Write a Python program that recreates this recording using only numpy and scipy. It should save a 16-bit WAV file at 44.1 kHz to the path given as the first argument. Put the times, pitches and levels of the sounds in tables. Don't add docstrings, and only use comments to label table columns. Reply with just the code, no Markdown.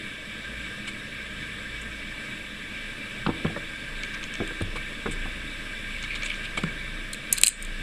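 import sys
import numpy as np
from scipy import signal
from scipy.fft import rfft, irfft, next_fast_len
from scipy.io import wavfile
from scipy.ndimage import uniform_filter1d, map_coordinates

SR = 44100
rng = np.random.default_rng(int(sys.argv[2]) if len(sys.argv) > 2 else 0)


def pcm_store(signal):
    levels = np.round(np.clip(np.atleast_2d(signal), -1, 1) * 32767)
    wavfile.write(sys.argv[1], SR, levels.astype(np.int16).T)


N = 344862

# f/Hz, side gain/dB
WIDTH = [(2500, -80), (3700, -73), (4000, -47), (5500, -27), (7000, -10), (10000, -9), (14000, -12)]


def amp(db):
    return 10 ** (np.asarray(db) / 20)


def unit(x):
    return x / np.sqrt(np.mean(x ** 2) + 1e-20)


def along(points, hz):
    f, v = np.transpose(points)
    return np.interp(np.log(hz + 1), np.log(f + 1), v)


def curve(points):
    return np.interp(np.arange(N) / SR, *np.transpose(points))


def wobble(rate_hz):
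    knots = rng.standard_normal(int(N * rate_hz / SR) + 4)
    return map_coordinates(knots, [np.arange(N) * rate_hz / SR])


def filtered(x, response):
    m = next_fast_len(x.shape[-1] + 8192)
    return irfft(rfft(x, m) * response(np.fft.rfftfreq(m, 1 / SR)), m)[..., :x.shape[-1]]


def resonate(x, modes):
    bank = lambda f: sum((-1) ** k * amp(db) * 1j * f * width / (hz * hz - f * f + 1j * f * width)
                         for k, (hz, width, db) in enumerate(modes))
    return filtered(x, lambda f: bank(f) ** 2)


def favour(modes, best_hz, lift_db=4.5, log_span=0.15):
    return [(hz, width, db + lift_db / (1 + (np.log(hz / best_hz) / log_span) ** 2))
            for hz, width, db in modes]


def burst(length_ms, modes):
    age = np.arange(SR // 16) / SR * 1000 / length_ms
    spray = rng.standard_normal(len(age)) * np.sqrt(age) * np.exp(-age ** 2)
    sound = resonate(spray, modes)
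    return sound / np.abs(sound).max()


def add(track, start_s, sound):
    part = track[round(start_s * SR):][:len(sound)]
    part += sound[:len(part)]


def street(rumble_db=-43.5):
    # t/s, level/dB
    hiss_levels = [(0.0, -38), (3.92, -37.5), (6.32, -36.5), (6.73, -38), (7.32, -37), (7.49, -37.5),
                   (7.82, -37.5)]
    # f/Hz, relative density/dB
    hiss_shape = [(410, -61), (700, -61), (800, -19.5), (1250, -8), (1450, -13.5), (1700, -2.5),
                  (2500, -8.5), (3600, -8), (4200, -19), (6300, -28), (9000, -34), (11200, -34),
                  (14250, -37), (14400, -73)]
    # f/Hz, half width/Hz, gain/dB
    hiss_peaks_and_notches = [(1584.7, 51, 12.5), (1818, 63, 3.5), (1913, 29, -16), (1977, 37, 3.5),
                              (2137, 61, -11.5), (2281, 180, 13.5), (2450, 28, -10.5), (2630, 92, 3.5),
                              (3316, 16, -15), (3440, 130, 3.5), (3687, 30.8, -57.5), (3701.5, 67.3, 26.5),
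                              (4470, 53, 4.5), (5300, 204, 6), (7810, 560, 12.5), (9620, 630, 11.5)]
    # f/Hz, relative density/dB
    rumble_shape = [(8, -2), (24, -32), (44, -34), (57, -7), (70, -23.5), (106, -5.5), (160, -9),
                    (180, -12.5), (204, -1.5), (250, -11.5), (313, -8), (350, -16.5), (609, -14.5),
                    (750, -28), (1200, -101)]
    spectra = signal.stft(rng.standard_normal((3, N)), nperseg=512)[2]
    flicker = rng.standard_normal(spectra.shape[1:])
    flicker = uniform_filter1d(uniform_filter1d(flicker, size=8, axis=0), size=8, axis=1)
    mid, side, low = signal.istft(spectra * amp(1.18 * unit(flicker)), nperseg=512)[1][:, :N]
    peaks_db = lambda hz: sum(db / (1 + ((hz - centre) / width) ** 2)
                              for centre, width, db in hiss_peaks_and_notches)
    colour_db = lambda hz: along(hiss_shape, hz) + peaks_db(hz)
    mid = filtered(mid, lambda hz: amp(colour_db(hz)))
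    side = filtered(side, lambda hz: amp(colour_db(hz) + along(WIDTH, hz)))
    low = filtered(low, lambda hz: amp(along(rumble_shape, hz)))
    hiss_gain = amp(curve(hiss_levels) + 0.4 * wobble(9.6)) / np.std(mid)
    rumble = amp(rumble_db + 0.18 * wobble(17)) * unit(low)
    return hiss_gain * np.array([mid + side, mid - side]) + rumble


def sill_hum(hum_hz=29, beat_hz=2.6, in_step_s=5.14, upper_hz=56.6, upper_db=-50):
    # t/s, level/dB
    levels = [(0, -60), (1, -48.5), (3.4, -44.5), (4.6, -37.5), (5.04, -37), (5.11, -30), (5.27, -30.5),
              (5.36, -38), (6.2, -36), (7.3, -38.5), (7.7, -35)]
    phase = 2 * np.pi * np.cumsum(hum_hz * (1 + 0.0243 * wobble(2.7))) / SR
    beat = 2 * np.pi * beat_hz * (np.arange(N) / SR - in_step_s)
    partner = np.linspace(0.55, 0.09, N) * np.sin(phase - beat)
    pair = amp(curve(levels) + 2.8 * wobble(8.1)) * (np.sin(phase) + partner)
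    upper = amp(upper_db + 4.4 * wobble(5)) * np.sin(upper_hz / hum_hz * phase)
    return pair + upper


def scrapes(grains_per_s=900, rise_s=0.012, fall_s=0.025):
    # t/s, level/dB, hold/s, favoured f/Hz
    strokes = [(0.87, -40.5, .012, 3100), (5.886, -46, .03, 3570), (5.939, -38, 0.028, 2300),
               (5.988, -44, 0.043, 3600), (6.062, -46, .02, 3800), (6.1, -31, 0.031, 2300),
               (6.14, -41, 0.022, 3680), (6.2, -34, .02, 2300), (6.242, -37.5, 0.034, 3330),
               (6.287, -36, .03, 2900), (6.319, -36, 0.019, 2400), (6.433, -39, .015, 3100)]
    # f/Hz, width/Hz, gain/dB
    plastic = [(2260, 340, 2), (3150, 810, -2), (3700, 510, -1), (4600, 830, -8)]
    out, t = np.zeros(N), np.arange(SR // 5) / SR
    for start_s, db, hold_s, best_hz in strokes:
        hits = rng.random(len(t)) < grains_per_s / SR
        grains = hits * rng.standard_normal(len(t)) * amp(1.6 * rng.exponential(size=len(t)))
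        envelope = np.interp(t, np.cumsum([0, rise_s, hold_s, fall_s]), [0, 1, 1, 0])
        add(out, start_s, amp(db) * envelope * unit(resonate(grains, favour(plastic, best_hz))))
    return out


def ticks():
    # t/s, tick peak/dB, f/Hz, knock re tick/dB, length/ms
    contacts = [(.872, -35, 7600, 10, 15), (0.883, -38.5, 7950, 4, 14), (1.812, -39.5, 7400, -6, 10),
                (4.034, -31, 6270, 11, 1.9), (4.045, -44, 6500, 15, 6), (4.137, -40, 5100, 13, 11),
                (4.145, -37, 6100, 6, 4), (4.227, -41, 5940, 14, 6), (4.239, -29, 5940, 4, 2.3),
                (4.338, -31.5, 6360, 5, 2.6), (4.352, -35.5, 5500, 8, 3.6), (4.475, -33.5, 8000, 4.5, 3),
                (4.605, -47, 7000, 16, 7.4), (4.617, -35, 8700, 5, 6.1), (4.757, -41.5, 8100, 13.5, 16),
                (5.062, -50, 7000, 18, 8), (5.108, -32, 7900, -3, 22), (6.026, -31, 6100, 1, 3.1),
                (6.037, -41, 5350, 18.5, 3.4), (6.044, -49, 5350, 22, 4.5), (6.149, -37, 7350, 13, 17),
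                (6.22, -39, 5200, 13, 4.2), (6.231, -32, 6300, 11.5, 4.3), (6.242, -34.5, 7400, 4, 24),
                (6.258, -31, 7060, 5, 5.9), (6.27, -46, 9000, 16, 4.5), (6.299, -40.5, 8500, 16, 3.7),
                (6.341, -39, 5450, -2, 4.4), (6.354, -46, 7500, -4, 4), (6.364, -43, 7500, -4, 4),
                (6.44, -45, 7600, 17.5, 13), (6.451, -47, 7700, 20, 6), (6.571, -36, 7750, 14, 1.8),
                (6.574, -30.5, 7650, 13, 6.8), (6.582, -39, 7860, 12, 9), (6.634, -34.5, 7660, 11, 4.7)]
    knock_modes = [(1400, 970, -1.5), (2276, 210, 8.5), (3320, 1200, 1.5)]
    out = np.zeros(N)
    for start_s, db, hz, knock_db, length_ms in contacts:
        add(out, start_s, amp(db) * burst(length_ms, [(hz, 1800, 0), (1.35 * hz, 4000, -9)]))
        add(out, start_s, amp(db + knock_db) * burst(length_ms, knock_modes))
    return out


def paws(attack_s=0.0018):
    # t/s, thump peak/dB, favoured f/Hz, its lift/dB, t60 factor,
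    # knock peak/dB, knock f/Hz, knock length/ms
    steps = [(3.2626, -45, 500, 13, .86, -14.5, 1160, 2), (3.2645, -23, 175, 23, 0.28, -20, 3150, 3.5),
             (3.27, -16, 175, 28, .34, -21, 1390, 3.4), (3.284, -20, 300, 15, 0.28, -22, 980, 13),
             (3.2904, -12, 280, 14, 1.23, -40, 970, 9.4), (3.305, -29.5, 325, 24, 1.2, -43, 600, 5.5),
             (3.446, -18.5, 330, 13, .34, -23, 1520, 3.5), (3.451, -11.5, 174, 13, 1.25, -25.5, 980, 8.7),
             (3.465, -31, 215, 13, 0.67, -28, 3180, 2.7), (3.496, -33, 215, 13, .81, -35, 606, 6),
             (3.56, -45, 215, 11, .5, -25, 1750, 4.7), (3.563, -24.5, 556, 29, 1.04, -31, 1250, 12),
             (4.401, -19.5, 318, 8, .6, -22.5, 1240, 4.3), (4.4092, -15.5, 200, 10, 0.36, -26, 580, 5.6),
             (4.4197, -20.5, 385, 20, 1.8, -36, 497, 8.9), (4.507, -31, 490, 10, 1.5, -28.5, 1500, 4.2),
             (4.607, -24.5, 330, 26, 0.33, -30, 1150, 6.2), (4.6109, -18.5, 218, 11, 0.73, -37, 3040, 10),
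             (4.6125, -24, 480, 13, .5, -37, 815, 4), (4.6219, -22, 96, 18, 0.91, -45, 800, 4),
             (4.755, -28.5, 496, 16, 1.2, -30, 1260, 14), (5.0573, -22, 427, 18, 0.49, -21.5, 1350, 4.7),
             (5.0623, -20.5, 420, 15, 2.1, -22, 1770, 4.7), (5.071, -25, 480, 13, 1.1, -28, 1010, 3.6),
             (5.086, -20.5, 219, 13, 1.4, -39, 500, 5.3), (5.254, -26, 217, 9, 0.54, -31.5, 1180, 10),
             (6.573, -27, 258, 19, .57, -23.5, 990, 4.3), (6.584, -26, 402, 11, 1.3, -34, 705, 12),
             (6.636, -17, 200, 16, 0.61, -21.5, 1560, 2.9), (6.641, -21, 162, 19, 1.5, -34, 503, 6)]
    # f/Hz, level/dB, t60/s
    sill = [(97.8, -1.5, 0.14), (161, -0.5, 0.12), (193, 1, 0.043), (265, 2.5, 0.034), (321.4, -5, 0.19),
            (382, 5.5, 0.018), (488, 0.5, 0.064), (564, -8, 0.072)]
    out, t = np.zeros(N), np.arange(SR // 3) / SR
    for start_s, db, best_hz, lift_db, t60_factor, knock_db, knock_hz, knock_ms in steps:
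        ring = np.zeros(len(t))
        for k, (hz, mode_db, t60_s) in enumerate(sill):
            mode_db += lift_db / (1 + (np.log(hz / best_hz) / 0.18) ** 2) + rng.normal(0, 1.5)
            sign = (-1) ** (k // 3)
            ring += sign * amp(mode_db - 60 * t / (t60_factor * t60_s)) * np.sin(2 * np.pi * hz * t)
        ring *= 1 - np.exp(-(t / attack_s) ** 2)
        add(out, start_s, -amp(db) * ring / np.abs(ring).max())
        knock_modes = [(ratio * knock_hz, width * knock_hz, gain_db)
                       for ratio, width, gain_db in [(0.49, 0.53, -6), (1, 0.44, 0), (1.46, 0.51, -7)]]
        add(out, start_s, amp(knock_db) * burst(knock_ms, knock_modes))
    return out


def shell_cracks(grit_db=-41, grit_low_db=8, grit_ms=22):
    # t/s, high peak/dB, favoured high f/Hz, low re high/dB, favoured low f/Hz,
    # length/ms, side re high before width filter/dB
    snaps = [(7.131, -21, 8800, -4, 3900, 4, -29), (7.144, -30, 7950, -9, 4000, 3, -12),
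             (7.3252, -16, 9500, -6, 1800, 0.77, -45), (7.327, 1, 10100, -27, 2400, 0.25, -45),
             (7.329, -6, 8300, -22, 4500, 0.35, -45), (7.33, -11, 8500, -23, 4000, 0.36, -45),
             (7.3337, -12, 8500, -20, 4000, .5, -30), (7.334, -31, 10500, 2, 4000, 7.9, -4),
             (7.3655, -40, 8000, 15, 4000, 2.7, -10), (7.372, -28, 9000, 6, 4000, 1.7, -10),
             (7.376, -25, 7000, 0, 3000, .8, -4), (7.3783, -20, 7000, 4, 4100, 1.04, -6),
             (7.382, -15, 8900, -6, 4000, 1.2, -4), (7.384, -13, 8440, -10, 4000, 0.5, -10),
             (7.384, -31, 8000, 4, 4000, 4.5, -6), (7.413, -13, 10000, -17, 4000, .5, -45),
             (7.414, -10, 8700, -13, 4000, 0.86, -45), (7.4341, 1, 7260, -0.5, 4050, 0.75, -45),
             (7.4358, 4.5, 8340, -20, 4050, 0.53, -47), (7.4366, -10, 8300, -6, 4050, 1.8, -45),
             (7.4425, -13, 8000, 2, 3800, 3, -45), (7.443, -10, 8800, -12, 4000, 0.8, -45),
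             (7.448, -25, 8000, 0, 4000, 3.6, -30), (7.454, -27, 8500, 7, 3200, 2, -2),
             (7.457, -17, 9000, -7, 3500, 5, -3), (7.4626, -7, 8850, -9, 4300, 1.5, 2),
             (7.465, -3.5, 8850, -17, 4300, .6, 5), (7.466, -11, 8000, -12, 4000, 3, -1),
             (7.469, -3.5, 8800, -3, 4000, 1.3, -5), (7.47, -4, 8900, -7.5, 4030, 2.1, -5),
             (7.475, -16, 8000, -9, 3000, 7.5, -6), (7.48, -9, 8000, -7, 4000, 0.59, -14),
             (7.481, 2.5, 8500, -24, 4000, 0.61, -15), (7.4878, -14, 8500, -12, 4000, .6, -12),
             (7.4891, -7, 8300, -21, 4000, 0.52, -14), (7.491, -34, 8300, -12, 3000, 7.3, -6),
             (7.6239, -22, 8500, -20, 4000, 2.2, -32), (7.629, -30, 8500, -14, 4000, 2, -22),
             (7.6484, -29.5, 8100, -12, 4000, 2.4, -10)]
    # f/Hz, width/Hz, gain/dB
    high_modes = [(6470, 1730, 4.5), (8400, 1560, 7.5), (10070, 1760, 5), (13000, 1300, 3)]
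    # f/Hz, width/Hz, gain/dB
    low_modes = [(1140, 950, -7.5), (2460, 440, 2.5), (3190, 630, -0.5), (4100, 440, 0.5),
                 (5000, 630, -2.5)]
    mid, side = np.zeros((2, N))
    for start_s, db, high_hz, low_db, low_hz, length_ms, side_db in snaps:
        add(mid, start_s, amp(db) * burst(length_ms, favour(high_modes, high_hz)))
        add(side, start_s, amp(db + side_db) * burst(length_ms, favour(high_modes, high_hz)))
        add(mid, start_s, amp(db + low_db) * burst(length_ms, favour(low_modes, low_hz)))
        add(mid, start_s, amp(db + grit_db) * burst(grit_ms, high_modes))
        add(mid, start_s, amp(db + grit_db + grit_low_db) * burst(grit_ms, low_modes))
    return mid, filtered(side, lambda hz: amp(along(WIDTH, hz) + 4))


def room_echo(x):
    # f/Hz, t60/s
    decay = [(200, 1), (2000, 0.25), (8000, 0.29), (14000, 0.0093)]
    hz, t, spectra = signal.stft(rng.standard_normal((2, SR // 3)), SR, nperseg=128)
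    tail = signal.istft(spectra * amp(-60 * t / along(decay, hz)[:, None]), SR, nperseg=128)[1]
    mid, side = signal.fftconvolve(x[None], tail / np.linalg.norm(tail[0]), axes=1)[:, :N]
    side = filtered(side, lambda hz: amp(along(WIDTH, hz) - 1.0))
    return np.array([mid + side, mid - side])


def scene(echo_db=-17.5):
    snaps, side = shell_cracks()
    squirrel = paws() + ticks() + scrapes() + snaps
    echo = amp(echo_db) * room_echo(squirrel)
    return squirrel + np.array([side, -side]) + echo + street() + sill_hum()


def record(dry):
    threshold_db, max_duck_db, ceiling = -4, 6, 0.84
    mono_below_hz, top_hz, edge_hz = 3700, 14900, 600
    lag = lambda x, tau_s: signal.lfilter([1 - np.exp(-1 / (tau_s * SR))],
                                          [1, -np.exp(-1 / (tau_s * SR))], x)
    over_db = np.maximum(20 * np.log10(np.abs(dry).max(axis=0) + 1e-9) - threshold_db, 0)
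    duck_db = np.minimum(300 * lag(lag(over_db, 0.026), 0.04), max_duck_db)
    ducked = dry * amp(-duck_db)
    left, right = ducked / (1 + np.abs(ducked / ceiling) ** 6) ** (1 / 6)
    mid = (left + right) / 2
    side = filtered((left - right) / 2, lambda hz: hz > mono_below_hz)
    return filtered(np.array([mid + side, mid - side]),
                    lambda hz: np.clip((top_hz - hz) / edge_hz, 0, 1) ** 2)


dry = scene()
out = record(dry)
pcm_store(out)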